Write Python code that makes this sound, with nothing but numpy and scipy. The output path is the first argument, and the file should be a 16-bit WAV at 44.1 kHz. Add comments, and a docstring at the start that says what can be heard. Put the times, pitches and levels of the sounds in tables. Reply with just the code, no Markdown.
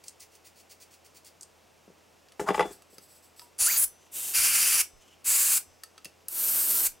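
"""Compressed air hisses in four bursts from a can's straw into a laptop cooling fan on a cloth-covered bench.
The jet is noise coloured by the hollows it points at; it whistles once and sets thin metal ringing.
First a paintbrush scrubs the fins (grainy friction noise and taps) and the can is picked up with knocks
(damped modes and noise). Ticks of can and straw, finger friction, a coasting rotor, low gusts of spent air
and quiet room noise with hum fill in the rest, in a small, nearly mono room."""
import sys
import numpy as np
from scipy import signal
from scipy.fft import rfft, irfft, next_fast_len
from scipy.io import wavfile
from scipy.ndimage import map_coordinates

SR = 44100
rng = np.random.default_rng(int(sys.argv[2]) if len(sys.argv) > 2 else 0)


def digitize_waveform(pressure):
    """Quantize a signal to 16-bit integers and store it at the path in sys.argv[1].

    Rows of a 2-D input are taken as channels; values are limited to [-1, 1].
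    """
    field = np.atleast_2d(pressure).T
    bounded = np.clip(field, -1, 1)
    quanta = np.round(bounded * 32767).astype(np.int16)
    wavfile.write(sys.argv[1], SR, quanta)


N = 308700
TIME = np.arange(N) / SR
# Levels in the tables are relative: each source trims them further.

# Room noise: (frequency [Hz], density [dB per Hz])
AIR = [(30, -14), (150, -2.9), (230, -3.9), (420, 0.0), (740, -1.3), (1000, -4.6), (1700, -9.7),
       (2700, -8.7), (4000, -13.3), (5400, -11.7), (7500, -14.5), (10000, -19.1), (15800, -22.5)]
# Stereo width of the room noise: (frequency [Hz], side minus mid [dB])
AIR_WIDTH = [(60, -9.5), (180, -0.5), (550, -3), (1650, -6), (4970, -26), (15000, -16.5)]
AIR_DB = -62
# Hum of bench equipment: (frequency [Hz], rms level [dB])
HUM = [(84, -74.5), (2684, -83)]
# Decay of the room's tail: (frequency [Hz], t60 [s])
ROOM_DECAY = [(150, .22), (800, .19), (3000, .17), (9000, .16), (16000, .14)]
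TOP_HZ = 16020  # upper limit of the whole sound

# Held board shifts on the cloth: (time [s], level [dB])
BUMPS = [(1.878, -55), (1.898, -58), (2.929, -60.5), (2.98, -57), (6.055, -55.5)]
# Gusts of spent air reach the microphone: (time [s], level [dB])
PUFFS = [(3.608, -55), (3.788, -62), (3.838, -59.5), (4.385, -53), (4.925, -62), (5.275, -58), (5.668, -65),
         (6.86, -59)]
# Rotor rubs as it coasts: (time of hardest rub [s], lead-in [s], level [dB])
COAST = [(4.06, 0.067, -61), (5.026, 0.041, -65.5), (5.08, 0.025, -62.5), (5.13, 0.022, -68)]
# Colour of the rotor's rub: (frequency [Hz], density [dB per Hz])
ROTOR = [(1180, -37.5), (2000, -1), (2550, -16.5), (2830, -11), (5550, -7), (6240, 1), (7640, -3),
         (9120, -10), (11000, -10), (15000, -19)]
# Fingers shift their grip on the can: (time of hardest push [s], lead-in [s], level [dB])
GRIP = [(2.723, .01, -51), (2.944, 0.044, -59), (3.04, .03, -57), (3.125, .04, -57.5), (3.16, .01, -60),
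        (3.245, .02, -59), (3.394, 0.033, -55), (3.425, 0.014, -59)]
# Colour of skin on the can: (frequency [Hz], density [dB per Hz])
SKIN = [(2650, -25), (4500, -4), (5000, -1.5), (7070, -14), (7770, 5.5), (8450, -2), (9740, -9),
        (10500, -1), (11600, -5), (15100, -7), (15800, -10)]
PING_S = 3.418  # the can sounds one clear note

# Can slides out over the cloth: (time of hardest push [s], lead-in [s], level [dB])
SLIDES = [(2.4, 0.0056, -39.5), (2.487, .025, -47), (2.56, 0.028, -42), (2.66, 0.019, -50.5),
          (2.712, 0.05, -53)]
# Can knocks on the bench: (time [s], thud of the bench [dB], crack of the contact [dB])
KNOCKS = [(2.393, -32, -34.5), (2.411, -34.5, -47), (2.438, -43, -61), (2.486, -31, -25.5),
          (2.502, -26, -30), (2.542, -41, -27), (2.576, -33.5, -33.5), (2.592, -25.5, -22),
          (2.604, -32.5, -24), (2.624, -36.5, -32.5), (2.652, -36, -46), (2.706, -47, -59)]
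# Modes of can and bench together: (frequency [Hz], strength [dB], t60 [s])
BENCH = [(150, -9, 0.038), (192, -3, 0.036), (356, -2.5, 0.076), (418, 3.5, 0.05), (508, -4.5, 0.12),
         (619, -9.5, 0.079), (705, -12.5, 0.17), (785, -4.5, .1), (857, 1.5, 0.07), (1134, 0, 0.031),
         (1245, -8, 0.055), (1375, -7.5, 0.052), (1730, -9, 0.032), (2006, 0, 0.041), (2300, -2, 0.029),
         (2686, -0.5, 0.025), (2990, -19, 0.044), (3510, -28.5, 0.37), (4930, -6, 0.13)]
# Modes of the can's wall: (frequency [Hz], strength [dB], t60 [s])
CAN_WALL = [(3450, -1, 0.25), (4990, 3, 0.059), (8200, -14, 0.05), (10700, -6, 0.053)]
# Can and straw tick when handled or touching the housing: (time [s], level [dB], brightness [dB])
TICKS = [(2.284, -69.5, -9), (2.319, -63, -5.5), (2.7284, -57, 4), (2.8194, -61.5, -1.5), (2.9805, -53, -1),
         (3.393, -52.5, -3), (3.416, -59.5, -1), (5.8336, -45.5, -.5), (5.977, -57.5, -9),
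         (6.0443, -47.5, 1), (6.0526, -47.5, -6), (6.282, -41.5, 11)]
# Modes of fan housing and straw: (frequency [Hz], strength [dB], t60 [s])
HOUSING = [(1300, -10, .05), (1800, -13, .03), (2700, -12, .07), (3330, -13, .03), (4550, -11, .03),
           (5020, -10, .04), (6250, -9, .03), (7950, -12, .03), (9100, -11, .03), (10400, -8, .025)]
SNAP_T60, HOUSING_DB = .03, -3  # decay of a tick's noise [s], gain of the housing's ring

# Brush strokes across the fins: (time of hardest push [s], lead-in [s], level [dB])
STROKES = [(.04, 0.0028, -47.5), (.085, 0.028, -50.5), (.229, 0.032, -44.5), (.357, .04, -54.5),
           (.472, 0.026, -48), (.606, 0.049, -52.5), (.722, 0.027, -46), (.828, 0.028, -47),
           (.944, 0.036, -51.5), (1.064, 0.02, -51.5), (1.173, 0.028, -49.5), (1.274, 0.028, -47)]
# Colour of the bristles: (frequency [Hz], density [dB per Hz])
BRISTLES = [(1180, -36), (2000, -12), (2750, -11.5), (2980, -13), (3420, -13), (3960, -14.5), (4470, -4.5),
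            (5130, -7.5), (5410, -8), (9240, -9.5), (11900, -15), (15100, -17), (15800, -5.5)]
GRAIN_DB = 3.5  # spread of the tiny snaps in all friction
# Ferrule and stiff bristles catch on the fins: (time [s], level [dB])
TAPS = [(.039, -60), (.082, -41), (0.094, -54), (.204, -50.5), (.353, -57), (1.247, -57), (1.41, -46),
        (1.424, -54), (1.431, -46.5)]
# Colour of those catches: (frequency [Hz], density [dB per Hz])
FERRULE = [(1000, -26), (3500, -22), (4600, -4.5), (6300, -2.5), (8200, 1.5), (10000, -4), (11500, -15),
           (16000, -22)]

# Modes of thin metal in the jet: (frequency [Hz], strength [dB], t60 [s])
METAL = [(2772, -6, .8), (3565, -3, .9), (5216, 0, 1.5), (6040, 4, .9), (7520, -5, .6), (8030, 1, .5),
         (9320, -4, .65), (9491, -7, .4), (10020, -7, .45), (10455, -6, .55), (13770, -9, .5)]
# Start and end of the whistle: (time [s], time [s])
WHISTLE_S = (3.668, 3.716)
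# Its pitch at start and end: (frequency [Hz], frequency [Hz])
WHISTLE_HZ = (1260, 2560)
# Presses of the valve, the second running into the third:
# (opens [s], shuts [s], attack [s], hiss [dB], draught [dB])
PRESSES = [(3.581, 3.846, .03, -21, -68), (4.112, 4.331, .052, -33.7, -74),
           (4.332, 4.814, 0.021, -22.5, -63), (5.241, 5.579, 0.038, -21.9, -66),
           (6.28, 6.87, .15, -23.5, -61.5)]
CREEP_DB_PER_S = 1  # the flow grows slowly while the valve is held
SHUT_S = 0.0052  # time constant of the closing valve
TURN_S = .012  # one aim blends into the next
# Hiss of the unobstructed jet: (frequency [Hz], density [dB per Hz])
FREE_JET = [(100, -23.5), (300, -13.5), (800, -15), (2000, -16.5), (3700, -13.5), (6000, -7.5),
            (9000, -0.5), (14000, 3), (16000, -6)]
# Hollows sounded at each aim: (frequency [Hz], width [Hz], peak on the free jet's scale [dB])
HUB = [(1510, 1600, 0), (2690, 990, 3.5), (4620, 750, 11), (7000, 2300, 15), (9800, 2260, 19),
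       (11600, 245, 6), (12950, 290, 11.5), (15900, 7000, 1.5)]
BLADES = [(1410, 830, 20.6), (2480, 1800, 21.7), (4340, 1000, 23.3), (4730, 250.0, 32), (6920, 2300, 30.8),
          (9600, 2200, 28.8), (12350, 1400, 32.2), (14650, 1400, 33.4)]
RIM = [(1555, 730, 2.3), (2650, 3000, 4.3), (4440, 450, 5.6), (5160, 270, 11), (7640, 2400, 19),
       (10340, 2500, 29), (12200, 250.0, 20.7), (14100, 3000, 21)]
HALF_OPEN = [(700, 400.0, -14), (1470, 390, -15.5), (2860, 1100, -4.5), (3700, 290.0, -4.5),
             (8240, 4100, 3)]
INTAKE = [(1475, 680, 18.6), (2556, 1110, 26), (4850, 1120, 25), (5640, 210, 29.8), (6300, 240, 28),
          (7370, 2100, 25.4), (9880, 3440, 29.5), (13800, 2100, 26.6)]
EDGE = [(1490, 950, 12), (2502, 1070, 15.5), (4710, 1960, 16.8), (7060, 1930, 23), (7680, 190, 31),
        (8550, 1900, 25.2), (10980, 2900, 25.3), (14500, 2100, 23)]
COVER = [(1420, 490, -13.5), (2760, 750, -15), (4520, 630, -12), (8370, 360, 0.5), (12040, 270, 7.5)]
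# The straw is moved: (time [s], hollows it points at, gain [dB])
AIMS = [(3.5, HUB, -.3), (3.68, BLADES, -4.5), (3.775, RIM, -0.25), (4.05, HALF_OPEN, 0.1),
        (4.332, INTAKE, -0.26), (5.1, EDGE, -0.8), (6.1, COVER, -1.9), (6.856, EDGE, 0.5)]


def amp(db):
    """Decibels to gain."""
    return 10 ** (np.asarray(db) / 20)


def unit(x):
    """Scale to rms 1."""
    return x / np.sqrt(np.mean(x ** 2) + 1e-20)


def along(points, hz):
    """Read a curve of (frequency, value) points on a log frequency axis."""
    f, v = np.transpose(points)
    return np.interp(np.log(hz + 1), np.log(f + 1), v)


def filtered(x, response):
    """Shape a sound by a gain that depends on frequency."""
    n = x.shape[-1]
    size = next_fast_len(n + 8192)
    spectrum = rfft(x, size) * response(np.fft.rfftfreq(size, 1 / SR))
    return irfft(spectrum, size)[..., :n]


def noise(spectrum):
    """Noise of rms 1, coloured by a (frequency, dB) curve."""
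    return unit(filtered(rng.standard_normal(N), lambda hz: amp(along(spectrum, hz))))


def wobble(rate):
    """A smooth random curve with rate knots a second."""
    knots = rng.standard_normal(int(N * rate / SR) + 4)
    return map_coordinates(knots, [TIME * rate], order=2)


def ringing(modes, t, scatter_db):
    """Damped sine modes, with strength and polarity drawn afresh for each hit."""
    ring = np.zeros(len(t))
    for hz, db, t60 in modes:
        strength_db = db + scatter_db * rng.standard_normal()
        ring += amp(strength_db - 60 * t / t60) * np.sin(2 * np.pi * hz * t) * rng.choice([-1, 1])
    return ring


def voiced(hit, edges_hz, levels_db, size=512):
    """Split a hit into registers and set each one's rms over its first size samples."""
    out = np.zeros(len(hit))
    for low, high, db in zip(edges_hz, edges_hz[1:], levels_db):
        sos = signal.butter(4, [low, high], "band", fs=SR, output="sos")
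        band = signal.sosfilt(sos, hit)
        out += amp(db) * band / np.std(band[:size])
    return out


def add(track, s, sound):
    """Lay a sound into a track at time s."""
    part = track[round(s * SR):][:len(sound)]
    part += sound[:len(part)]


def push(s, lead_s, touch_db, release_s, edge_s=.004):
    """Gain of one push: contact starts touch_db down, swells until time s, then lets go."""
    t = TIME - s
    contact = np.clip((t + lead_s) / edge_s + .5, 0, 1)
    swell = amp(touch_db * np.clip(-t / lead_s, 0, 1))
    return contact * swell * np.exp(-np.maximum(t, 0) / release_s)


def rub(strokes, spectrum, level_db, touch_db, release_s):
    """Friction: dense tiny snaps of uneven size, swelling with each stroke."""
    snaps = rng.standard_normal(N) * amp(GRAIN_DB * rng.standard_normal(N))
    scratch = unit(filtered(snaps, lambda hz: amp(along(spectrum, hz))))
    strength = sum(amp(db) * push(s, lead, touch_db, release_s) for s, lead, db in strokes)
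    return amp(level_db) * scratch * strength


def valve(opens, shuts, attack_s):
    """Flow of one press: it builds up under the finger, creeps up slowly and is cut off."""
    rise = np.clip((TIME - opens) / attack_s, 0, 1) ** 1.02
    creep = amp(CREEP_DB_PER_S * (TIME - opens))
    return rise * creep * np.exp(-np.maximum(TIME - shuts, 0) / SHUT_S)


def in_room(x, wet_db, side_db, pan_db):
    """Centred direct sound plus a short noise tail in mid and side, then a left-right balance."""
    hz, t, z = signal.stft(rng.standard_normal((2, SR // 2)), SR, nperseg=256)
    decay = amp(-60 * t / along(ROOM_DECAY, hz)[:, None])
    onset = 1 - np.exp(-t / 0.003)
    tail = signal.istft(z * decay * onset, SR, nperseg=256)[1]
    tail = tail / np.linalg.norm(tail[0])
    mid, side = signal.fftconvolve(x[None], tail, axes=1)[:, :N]
    mid = x + amp(wet_db) * mid
    side = amp(side_db) * side
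    balance = amp([[pan_db / 2], [-pan_db / 2]])
    return np.array([mid + side, mid - side]) * balance / np.sqrt(1 + amp(2 * wet_db))


def background():
    """Quiet room noise with the slightly unsteady hum of bench equipment."""
    hum = np.zeros(N)
    for hz, db in HUM:
        hum += amp(db) * np.sqrt(2) * np.sin(2 * np.pi * hz * TIME + .5 * wobble(5.5))
    mid = noise(AIR)
    side = filtered(noise(AIR), lambda hz: amp(along(AIR_WIDTH, hz)))
    return amp(AIR_DB) * np.array([mid + side, mid - side]) + hum


def thumps(events, band_hz, t60):
    """Dull, ringless pushes of decaying low noise."""
    track, t = np.zeros(N), np.arange(SR // 4) / SR
    for s, db in events:
        burst = amp(-60 * t / t60) * rng.standard_normal(len(t))
        add(track, s, voiced(burst, band_hz, [db], size=1024))
    return track


def rotor(chatter_hz=3000, width_hz=450, chatter_db=-4, flutter_db=4):
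    """The coasting rotor rubs softly and chatters unevenly on its bearing."""
    whirr = rub(COAST, ROTOR, level_db=-1.5, touch_db=-8.5, release_s=0.016)
    low_hz, high_hz = chatter_hz - 3 * width_hz, chatter_hz + 3 * width_hz
    chatter_colour = [(low_hz, -35), (chatter_hz, 0), (high_hz, -35), (16000, -50)]
    chatter = rub(COAST, chatter_colour, level_db=chatter_db, touch_db=-15, release_s=0.051)
    return (whirr + chatter) * amp(flutter_db * wobble(70))


def ping(hz=960, t60=0.17, level_db=-51):
    """One soft, clear note of the can: a decaying sine."""
    t = np.maximum(TIME - PING_S, 0)
    return amp(level_db - 60 * t / t60) * np.sin(2 * np.pi * hz * t)


def drag(scuff_db=-23):
    """The can swishes over the cloth and its base scuffs the bench once: two colours of friction."""
    scuff = noise([(150, -30), (450, -13), (800, -0.5), (1350, -3), (1700, -13), (2050, -19),
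                   (2600, -26), (9000, -31), (16000, -42)])
    cloth = [(300, 3.0), (1500, 4.0), (4000, -7.5), (7500, 1.5), (11000, -8.0), (16000, -12)]
    swish = rub(SLIDES, cloth, level_db=0.0, touch_db=-12, release_s=0.026)
    return swish + amp(scuff_db) * scuff * push(2.488, lead_s=0.037, touch_db=-35, release_s=0.0061)


def knocks(crack_db=3, crack_t60=0.087, thud_db=1, body_db=0, clack_db=-9.0, sizzle_db=-21,
           can_db=-24, rumble_db=-30):
    """The can rocks against the bench as it is lifted: a crack, the bench's thud and the can's thin ring."""
    track, t = np.zeros(N), np.arange(SR // 2) / SR
    for s, thud, contact in KNOCKS:
        crack = amp(crack_db - 60 * t / crack_t60) * rng.standard_normal(len(t))
        hit = ringing(BENCH, t, scatter_db=4.5) + crack
        levels_db = [thud + rumble_db, thud + thud_db,
                     contact + body_db, contact + clack_db, contact + sizzle_db]
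        hit = voiced(hit, [40, 145, 600, 1600, 3400, 11000], levels_db)
        can_ring = amp(contact + can_db) * ringing(CAN_WALL, t, scatter_db=6)
        add(track, s + .002, hit + can_ring)  # just after the listed time
    return track


def snap(levels_db):
    """A dry noise snap of light, hard parts with a brief housing ring; levels for low, middle and top."""
    t = np.arange(SR // 10) / SR
    contact = amp(-60 * t / SNAP_T60) * rng.standard_normal(len(t))
    hit = contact + amp(HOUSING_DB) * ringing(HOUSING, t, scatter_db=6)
    return voiced(hit, [1000, 4500, 10800, 16000], levels_db)


def ticks(low_db=-3, middle_db=1.5, top_db=-5):
    """Can and straw tick; brightness lifts the top of each snap and lowers its low register."""
    track = np.zeros(N)
    for s, db, bright_db in TICKS:
        levels_db = [db + low_db - bright_db, db + middle_db, db + top_db + bright_db]
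        add(track, s + 0.0016, snap(levels_db))  # just after the listed time
    return track


def taps(level_db=8, t60=0.027):
    """The brush catches on the fins: thin, decaying noise snaps, all of one colour."""
    blows = sum((TIME >= s) * amp(db - 60 * np.abs(TIME - s) / t60) for s, db in TAPS)
    return amp(level_db) * blows * noise(FERRULE)


def draught(lumps_db=3, level_db=-2, wash_db=2.0, swirl_db=2):
    """Spent air rumbles and washes over the bench in uneven puffs that follow the valve."""
    rumble = noise([(15, 6), (45, -5), (100, -14.5), (250, -13), (600, -42)])
    puffs = unit(rumble * amp(lumps_db * wobble(17)))
    wash = noise([(60, -7), (140, 5.5), (280, 5), (400, -7.0), (650, 2), (1500, 17.5), (4000, -59)])
    flow = sum(amp(db) * valve(opens, shuts, attack) for opens, shuts, attack, _, db in PRESSES)
    return (amp(level_db) * puffs + amp(wash_db) * wash) * flow * amp(swirl_db * wobble(14))


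def release(level_db=-67):
    """The thin metal springs back and rings on when the jet lets go of it."""
    track, t = np.zeros(N), np.arange(SR) / SR
    for _, shuts, *_ in PRESSES:
        add(track, shuts, amp(level_db) * ringing(METAL, t, scatter_db=1.5))
    return track


def metal(drive, ring_db):
    """Thin metal picks up its own notes from the sound that shakes it, by convolution with its ring."""
    ring = ringing(METAL, np.arange(SR) / SR, scatter_db=1)
    return amp(ring_db) * signal.fftconvolve(drive, ring / np.linalg.norm(ring))[:N]


def whistle(wobble_rate=170, edge_s=.006, level_db=-35.0):
    """A breathy edge tone climbs as the jet catches the blades: a sine with shaky level and phase."""
    start, end = WHISTLE_S
    hz = np.exp(np.interp(TIME, WHISTLE_S, np.log(WHISTLE_HZ)))
    breath = 1 + 0.3 * wobble(wobble_rate)
    phase = 2 * np.pi * np.cumsum(hz) / SR + 0.45 * wobble(wobble_rate)
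    gate = np.clip(np.minimum(TIME - start, end - TIME) / edge_s + .5, 0, 1)
    return amp(level_db) * unit(breath * np.sin(phase)) * gate


def aimed_hiss(hollows):
    """Turbulent noise of rms 1: the free jet's power plus a resonant peak for each hollow."""
    def response(f):
        power = amp(along(FREE_JET, f)) ** 2
        for hz, width, db in hollows:
            power = power + (amp(db) / (1 + (2 * (f - hz) / width) ** 2)) ** 2
        return np.sqrt(power)
    return unit(filtered(rng.standard_normal(N), response))


def jet(flutter_db=1.05, sputter_db=0.34):
    """Hiss from the straw: valve flow times noise that crossfades from aim to aim and flutters."""
    flow = sum(amp(db) * valve(opens, shuts, attack) for opens, shuts, attack, db, _ in PRESSES)
    reached = [np.clip((TIME - s) / TURN_S + .5, 0, 1) for s, _, _ in AIMS] + [0]
    hiss = np.zeros(N)
    for (_, hollows, gain_db), here, onward in zip(AIMS, reached, reached[1:]):
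        share = np.sqrt(here * (1 - onward))
        hiss += amp(gain_db) * share * aimed_hiss(hollows)
    return flow * hiss * amp(flutter_db * wobble(45) + sputter_db * wobble(500))


def scene():
    """All sources on the bench, heard in the same small room."""
    handling = knocks() + drag() + thumps(BUMPS, band_hz=[150, 560], t60=0.052)
    gusts = draught() + thumps(PUFFS, band_hz=[20, 110], t60=0.093)
    fingers = rub(GRIP, SKIN, level_db=0.5, touch_db=-7, release_s=0.033) + ping()
    brush = rub(STROKES, BRISTLES, level_db=0.0, touch_db=-7.5, release_s=.0155) + taps()
    clicks = ticks()
    light = brush + fingers + rotor() + clicks + metal(clicks, ring_db=-24)
    hiss = jet()
    air = hiss + whistle() + metal(hiss, ring_db=-38) + release()
    handling_heard = in_room(handling, wet_db=-11.5, side_db=-21, pan_db=2.0)
    gusts_heard = in_room(gusts, wet_db=-12, side_db=-4, pan_db=.4)
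    light_heard = in_room(light, wet_db=-11, side_db=-20, pan_db=0)
    jet_heard = in_room(air, wet_db=-11, side_db=-17.5, pan_db=.2)
    return background() + handling_heard + gusts_heard + light_heard + jet_heard


def record(dry):
    """The treble rolls off steeply around the upper band limit."""
    return filtered(dry, lambda hz: .5 - .5 * np.tanh((hz - TOP_HZ) / 120))


dry = scene()
out = record(dry)
digitize_waveform(out)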